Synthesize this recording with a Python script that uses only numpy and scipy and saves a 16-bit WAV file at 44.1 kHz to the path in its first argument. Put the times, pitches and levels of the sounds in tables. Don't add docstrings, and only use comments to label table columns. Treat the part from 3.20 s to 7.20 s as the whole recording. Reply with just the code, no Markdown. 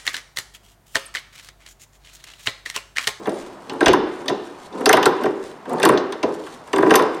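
import sys
import numpy as np
from scipy import signal
from scipy.fft import rfft, irfft, next_fast_len
from scipy.io import wavfile
from scipy.ndimage import uniform_filter1d, minimum_filter1d, map_coordinates

SR = 44100
rng = np.random.default_rng(int(sys.argv[2]) if len(sys.argv) > 2 else 0)


def master_out(mix):
    frames = np.transpose(np.atleast_2d(mix))
    ceiling = np.clip(frames, -1, 1)
    pcm = np.round(ceiling * 32767).astype(np.int16)
    wavfile.write(sys.argv[1], SR, pcm)


N = 176400


def amp(db):
    return 10 ** (np.asarray(db) / 20)


def unit(x):
    return x / np.sqrt(np.mean(x ** 2) + 1e-20)


def along(points, hz):
    freqs, values = np.transpose(points)
    return np.interp(np.log(hz + 1), np.log(freqs + 1), values)


def peak(f, hz, width):
    return 1j * f * width / (hz * hz - f * f + 1j * f * width)


def filtered(x, response):
    n = x.shape[-1]
    padded = next_fast_len(n + n // 4, real=True)
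    return irfft(rfft(x, padded) * response(np.fft.rfftfreq(padded, 1 / SR)), padded)[..., :n]


def noise(spectrum):
    return unit(filtered(rng.standard_normal(N), lambda hz: amp(along(spectrum, hz))))


def wobble(rate):
    return map_coordinates(rng.standard_normal(int(N * rate / SR) + 4), [np.arange(N) * rate / SR])


def placed(times, levels_db, sounds):
    out = np.zeros(N + 2 * SR)
    for start_s, db, sound in zip(times, levels_db, sounds):
        out[max(round(start_s * SR), 0):][:len(sound)] += amp(db) * sound
    return out[:N]


# freq_hz, relative_db
ROOM_TONE = [(25, -34), (60, -10), (120, -1), (220, 5), (400, 2.5), (1000, 5), (1500, -4), (2500, -13.5),
             (6000, -25.5), (10000, -32.5), (16000, -40)]
def room_tone(level_db=-42.5):
    return amp(level_db) * noise(ROOM_TONE)


# freq_hz, t60_s
ROOM_DECAY = [(100, 0.55), (350, 0.78), (1000, 0.61), (2000, 0.99), (4000, 0.7), (7000, 0.5), (12000, 0.1)]
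# freq_hz, relative_db
ROOM_COLOUR = [(100, -1), (350, 3), (1000, -0.5), (2000, -8.5), (4000, -8), (7000, -15.5), (12000, -9.5)]
def workshop(x, segments=24, near_db=-6, near_t60_s=0.12):
    out = np.zeros(N + 2 * SR)
    size = N // segments + 1
    for start in range(0, N, size):
        hz, t, hiss = signal.stft(rng.standard_normal(SR + SR // 4), SR, nperseg=256)
        t60 = along(ROOM_DECAY, hz)[:, None]
        late = amp(along(ROOM_COLOUR, hz)[:, None] - 60 * t / t60) / np.sqrt(t60)
        near = amp(near_db - 60 * t / near_t60_s) / np.sqrt(near_t60_s)
        _, tail = signal.istft(hiss * np.hypot(late, near) * (t > 0), SR, nperseg=256)
        tail *= np.sqrt(2 * np.log(1000) / SR)
        wet = signal.fftconvolve(x[start:start + size], tail)
        out[start:start + len(wet)] += wet
    return out[:N]


# time_s, level_db
SLEEVE_LEVELS = [(0, -54.5), (.2, -46), (.4, -58.5), (.85, -59), (.92, -54.5), (1.0, -54.5), (1.12, -61),
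                 (1.271, -50.5), (1.35, -58.5), (1.46, -46), (1.5, -69), (1.58, -50), (2.1, -56),
                 (2.271, -49), (2.34, -61), (2.44, -64), (3.0, -60), (3.33, -45.5), (3.42, -60),
                 (3.5, -51.5), (4, -51.5)]
# freq_hz, relative_db
CLOTH_SPECTRUM = [(200, 9.5), (1000, 1.5), (3500, 5.5), (7000, 1.5), (9200, -1), (12000, -10.5),
                  (16000, -24)]
def sleeve_rustle():
    motion = amp(np.interp(np.arange(N) / SR, *np.transpose(SLEEVE_LEVELS)))
    return motion * unit(noise(CLOTH_SPECTRUM) * amp(2.0 * wobble(41) + 3.5 * wobble(400)))


def gate(start_s, end_s, fade_s):
    t = np.arange(N) / SR
    return np.clip((t - start_s) / fade_s, 0, 1) * np.clip(1 - (t - end_s) / fade_s, 0, 1)


# start_s, end_s, scrape_db, singing_db
TOOTH_SLIPS = [(0.13, 0.263, -53, -60), (0.638, .72, -29.5, -50), (1.674, 1.783, -33, -48),
               (2.612, 2.696, -33, -45), (3.69, 3.794, -37, -46)]
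# freq_hz, relative_db
SCRAPE_SPECTRUM = [(700, -12), (2000, 14), (3200, 8), (5000, -1), (7000, -15), (9300, -24.5), (11000, -28),
                   (13000, -31), (16000, -42)]
def slipping_teeth(grit_db=8, pitch_hz=9300, width_hz=600):
    scrape = unit(noise(SCRAPE_SPECTRUM) * amp(grit_db * wobble(700)))
    friction = rng.standard_normal(N) * amp(8.6 * wobble(70))
    singing = unit(filtered(friction, lambda f: peak(f, pitch_hz, width_hz) ** 2))
    return sum(gate(start, end, fade_s=0.0067) * (amp(scrape_db) * scrape + amp(singing_db) * singing)
               for start, end, scrape_db, singing_db in TOOTH_SLIPS)


# start_s, end_s, end_level_db
FITTING_TURNS = [(-.1, 0.08, -34.5), (0.464, 0.626, -30), (0.92, 1.096, -34), (1.501, 1.627, -27),
                 (1.974, 2.013, -27), (2.449, 2.621, -22.5), (3.594, 3.714, -22.5)]
# freq_hz, relative_db
GRIND_SPECTRUM = [(60, -51), (150, -5), (330, 10.5), (450, 7), (650, 0), (1050, 0.5), (1500, -13.5),
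                  (3000, -24), (9000, -33), (16000, -70)]
def grinding_fitting(rise_db=9.5):
    t = np.arange(N) / SR
    effort = np.zeros(N)
    for start, end, end_db in FITTING_TURNS:
        remaining = np.clip((end - t) / (end - start), 0, 1)
        effort += amp(end_db - rise_db * remaining) * gate(start, end, fade_s=0.045)
    return effort * unit(noise(GRIND_SPECTRUM) * amp(2.7 * wobble(110)))


def struck(times, levels_db, modes, band_hz, swell_s, t60_s, gain_db, room_db, favoured_hz=None):
    def body(f):
        return sum((-1) ** k * amp(db) * peak(f, hz, width) for k, (hz, width, db) in enumerate(modes))

    def all_round(f):
        return np.sqrt(sum(np.abs(amp(db) * peak(f, hz, 2 * width)) ** 2 for hz, width, db in modes))

    def contact(f):
        if favoured_hz is None:
            return np.ones((len(times), 1))
        hz = favoured_hz[:, None]
        return 1 + amp(6.5) * peak(f, hz, width=0.17 * hz)

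    t = np.arange(SR // 6) / SR
    envelope = (1 - np.exp(-(t / swell_s) ** 2)) * amp(-60 * t / t60_s)
    chatter = rng.choice([-1., 1.], (len(times), len(t))) * envelope
    direct = filtered(chatter, lambda f: body(f) * contact(f))
    impulse = signal.unit_impulse(len(t), round(swell_s * SR) + 32)
    radiated = filtered(impulse, lambda f: all_round(f) * np.sqrt(np.abs(contact(f))))
    bandpass = signal.butter(3, band_hz, "band", fs=SR, output="sos")
    blows = signal.sosfilt(bandpass, np.array([direct, radiated]))
    energy = np.sum(blows ** 2, axis=2, keepdims=True) / (SR / 100)
    direct, radiated = blows / np.sqrt(energy)
    return np.array([placed(times, levels_db + gain_db, direct),
                     placed(times, levels_db + gain_db + room_db, radiated)])


def steel_ring(times, levels_db, partials, t60_s, gain_db, blur_hz=38):
    t = np.arange(SR) / SR
    hz, db = np.transpose(partials)
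    drift = np.cumsum(rng.standard_normal((len(hz), SR)), axis=1) * np.sqrt(2 * np.pi * blur_hz / SR)
    drift = uniform_filter1d(drift, size=200, axis=1)
    modes = np.sin(2 * np.pi * hz[:, None] * t + drift) * amp(db[:, None] - 60 * t / t60_s)
    shares = rng.standard_normal((len(times), len(hz)))
    return np.array([placed(times, levels_db + gain_db, shares @ modes), np.zeros(N)])


# start_s, click_db, jaw_db, vise_db, bench_db, vise_hz, bench_hz, jaw_hz
HEAVY_KNOCKS = [(0.0696, -35, -39, -23, -17.5, 694, 604, 2820),
                (0.606, -23, -25, -14, -12.5, 1500, 377, 2110),
                (0.659, -16, -12, -9.5, -15.5, 1600, 560, 2800),
                (0.6806, -14.5, -14, -16, -8, 635, 370, 3000),
                (0.7315, -20, -21.5, -10, -16.5, 910, 320, 2910),
                (1.0803, -27, -17.5, -26, -24, 1920, 700, 3760),
                (1.0945, -30, -43, -21.5, -19.5, 715, 386, 2830),
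                (1.657, -8.5, -12, -12, -13.5, 1180, 433, 4930),
                (1.691, -5.5, -15, -4, -13, 1890, 430, 6200), (1.728, -6, -10, -8.5, -8.5, 1020, 402, 2760),
                (1.7686, -22, -25, -10.5, -17.5, 840, 463, 3630),
                (1.8561, -9, -16, -9, -14, 1000, 394, 3720),
                (2.0354, -30, -31.5, -24.5, -19, 1570, 386, 2880),
                (2.056, -33, -33, -19.5, -17, 720, 424, 2300),
                (2.532, -29, -45.5, -26.5, -23, 988, 445, 2800),
                (2.629, -11.5, -15, -15.5, -12, 1570, 370, 2290),
                (2.6507, -6.5, -16.5, -9.5, -11, 1100, 393, 4260),
                (2.6885, -13.5, -23.5, -10, -9, 1130, 412, 2610),
                (2.7342, -35, -34, -22, -14.5, 1090, 323, 2800),
                (3.029, -29, -24, -18, -13.5, 970, 460, 2420),
                (3.53, -22.5, -24, -15, -16, 1090, 394, 2900),
                (3.56, -22, -29, -20, -20.5, 1210, 374, 3000),
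                (3.5815, -25, -33.5, -16.5, -12, 1170, 386, 4750),
                (3.6248, -33, -34.5, -13.5, -13.5, 1100, 380, 3240),
                (3.6623, -52, -36, -22.5, -15, 646, 330, 2320),
                (3.7058, -18, -17, -9, -10.5, 740, 422, 2870),
                (3.738, -21, -17, -8.5, -12.5, 1100, 415, 2600),
                (3.7547, -3, -14.5, -9.5, -21.5, 995, 437, 5740),
                (3.7915, -29, -31, -13, -16.5, 1170, 485, 3300),
                (3.8213, -26.5, -31.5, -26, -22, 950, 370, 3300)]
# start_s, click_db, jaw_db, vise_db
LIGHT_TAPS = [(0.056, -38, -30.5, -19.5), (0.0932, -23, -33, -28), (0.4953, -27.5, -24, -22.5),
              (0.533, -31.5, -51, -24.5), (0.628, -29, -24, -11), (1.058, -29, -36, -28),
              (1.526, -52, -39, -37), (1.608, -28, -40, -19.5), (1.8275, -17.5, -14, -9.5),
              (2.454, -42, -43, -24), (2.494, -26.5, -39, -27), (2.583, -34, -34, -22),
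              (2.5978, -19, -27.5, -13.5), (2.6416, -26, -34, -3.5), (2.7204, -26, -43, -9),
              (2.7737, -33, -17.5, -15), (2.9224, -23.5, -25, -16.5), (3.2646, -34, -37, -22.5),
              (3.4735, -35.5, -48, -30), (3.6072, -33, -41, -16), (3.6952, -29, -32, -9),
              (3.9455, -32, -38.5, -28.5)]
# pitch_hz, width_hz, relative_db
CRACK_MODES = [(14000, 4000, 0)]
CLICK_MODES = [(6970, 510, 2), (7940, 1100, 4.5), (9450, 500, 3), (10630, 420, -3.5), (12130, 240, 2),
               (10730, 330, -36)]
JAW_MODES = [(2140, 690, 2), (2775, 138, 9), (2968, 64, 7.5), (3505, 430, 8), (4790, 560, 4),
             (5280, 290, 5), (5450, 450, -0.5), (6170, 230, 5.5)]
VISE_MODES = [(762.4, 31.4, 4), (836, 18, -9), (990, 33.3, 4), (1136, 72, -1.5), (1280, 234, -9.5),
              (1375, 46, -2), (1561, 53, -0.5), (1825, 175, -4.5), (2116, 350, -13)]
BENCH_MODES = [(143, 21, -5), (205, 32, -11.5), (306, 38, 2), (367, 34, 1), (408.5, 47, 0), (494.5, 34, -4),
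               (631, 32.5, 0)]
SHAKE_MODES = [(45, 30, -10), (72, 25, -6), (135, 50, 10)]
# pitch_hz, relative_db
STEEL_PARTIALS = [(1430, -7), (1595, -3), (1803, -3), (2584, -8), (2885, -5), (3564, 1), (3634, -1),
                  (4264, -8), (4990, -8), (5150, -12)]
# pitch_hz, relative_db
PING_PARTIALS = [(6164, 0), (9469, 1), (11400, -2)]
def wrench(tap_trim_db=-5, tap_vise_trim_db=-7):
    knock_s, knock_click, knock_jaw, vise_db, bench_db, *favoured = np.transpose(HEAVY_KNOCKS)
    vise_hz, bench_hz, jaw_hz = favoured
    tap_s, tap_click, tap_jaw, tap_vise = np.transpose(LIGHT_TAPS)
    times = np.r_[knock_s, tap_s]
    click_db = np.r_[knock_click, tap_click + tap_trim_db]
    jaw_db = np.r_[knock_jaw, tap_jaw + tap_trim_db]
    click = struck(times, click_db, CLICK_MODES, band_hz=(5700, 13200), swell_s=0.00036, t60_s=0.024,
                   gain_db=-15, room_db=-7, favoured_hz=rng.uniform(7770, 11560, len(times)))
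    jaw_hz = np.r_[jaw_hz, rng.uniform(2870, 4320, len(tap_s))]
    jaw = struck(times, jaw_db, JAW_MODES, band_hz=(2010, 8450), swell_s=0.00039, t60_s=0.033,
                 gain_db=-3.5, room_db=-1.5, favoured_hz=jaw_hz)
    crack = struck(times, (click_db + jaw_db) / 2, CRACK_MODES, band_hz=(11100, 15900),
                   swell_s=0.00011, t60_s=0.024, gain_db=-35.5, room_db=-14)
    clank = struck(knock_s, vise_db, VISE_MODES, band_hz=(703, 2740), swell_s=0.00347, t60_s=0.024,
                   gain_db=-1.5, room_db=-1.5, favoured_hz=vise_hz)
    clink = struck(tap_s, tap_vise + tap_vise_trim_db, VISE_MODES, band_hz=(640, 2540),
                   swell_s=0.00121, t60_s=0.037, gain_db=-6.5, room_db=2)
    thud = struck(knock_s, bench_db, BENCH_MODES, band_hz=(151, 860), swell_s=0.006283, t60_s=0.057,
                  gain_db=1.5, room_db=-2, favoured_hz=bench_hz)
    shake = struck(knock_s, bench_db, SHAKE_MODES, band_hz=(38, 179), swell_s=0.012, t60_s=0.16,
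                   gain_db=-24.5, room_db=-5)
    ring = steel_ring(times, jaw_db, STEEL_PARTIALS, t60_s=0.8, gain_db=-28.5)
    ping = steel_ring(times, click_db, PING_PARTIALS, t60_s=0.17, gain_db=-33)
    return click + jaw + crack + clank + clink + thud + shake + ring + ping


# freq_hz, side_over_mid_db
PAIR_WIDTH = [(30, -13), (130, -29.5), (1000, -35), (4000, -24), (9000, -23.5), (13000, -16)]
# freq_hz, relative_db
MIC_HISS = [(25, -12), (60, -4), (150, -6), (500, -3), (2000, -18), (8000, -26), (16000, -30)]
def microphone_pair(mid, hiss_db=-64):
    side = filtered(mid, lambda hz: 1j * amp(along(PAIR_WIDTH, hz))) + amp(hiss_db) * noise(MIC_HISS)
    return np.array([mid + side, mid - side])


def scene():
    direct, radiated = wrench() + slipping_teeth() + grinding_fitting() + sleeve_rustle()
    return microphone_pair(direct + workshop(radiated) + room_tone())


def record(dry):
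    ceiling, hold_s, top_hz = 0.95, 0.003, 15900
    hold = int(hold_s * SR)
    needed = ceiling / np.maximum(np.abs(dry).max(axis=0), ceiling)
    gain = uniform_filter1d(minimum_filter1d(needed, hold), hold)
    return filtered(dry * gain, lambda hz: hz < top_hz)


dry = scene()
out = record(dry)
master_out(out)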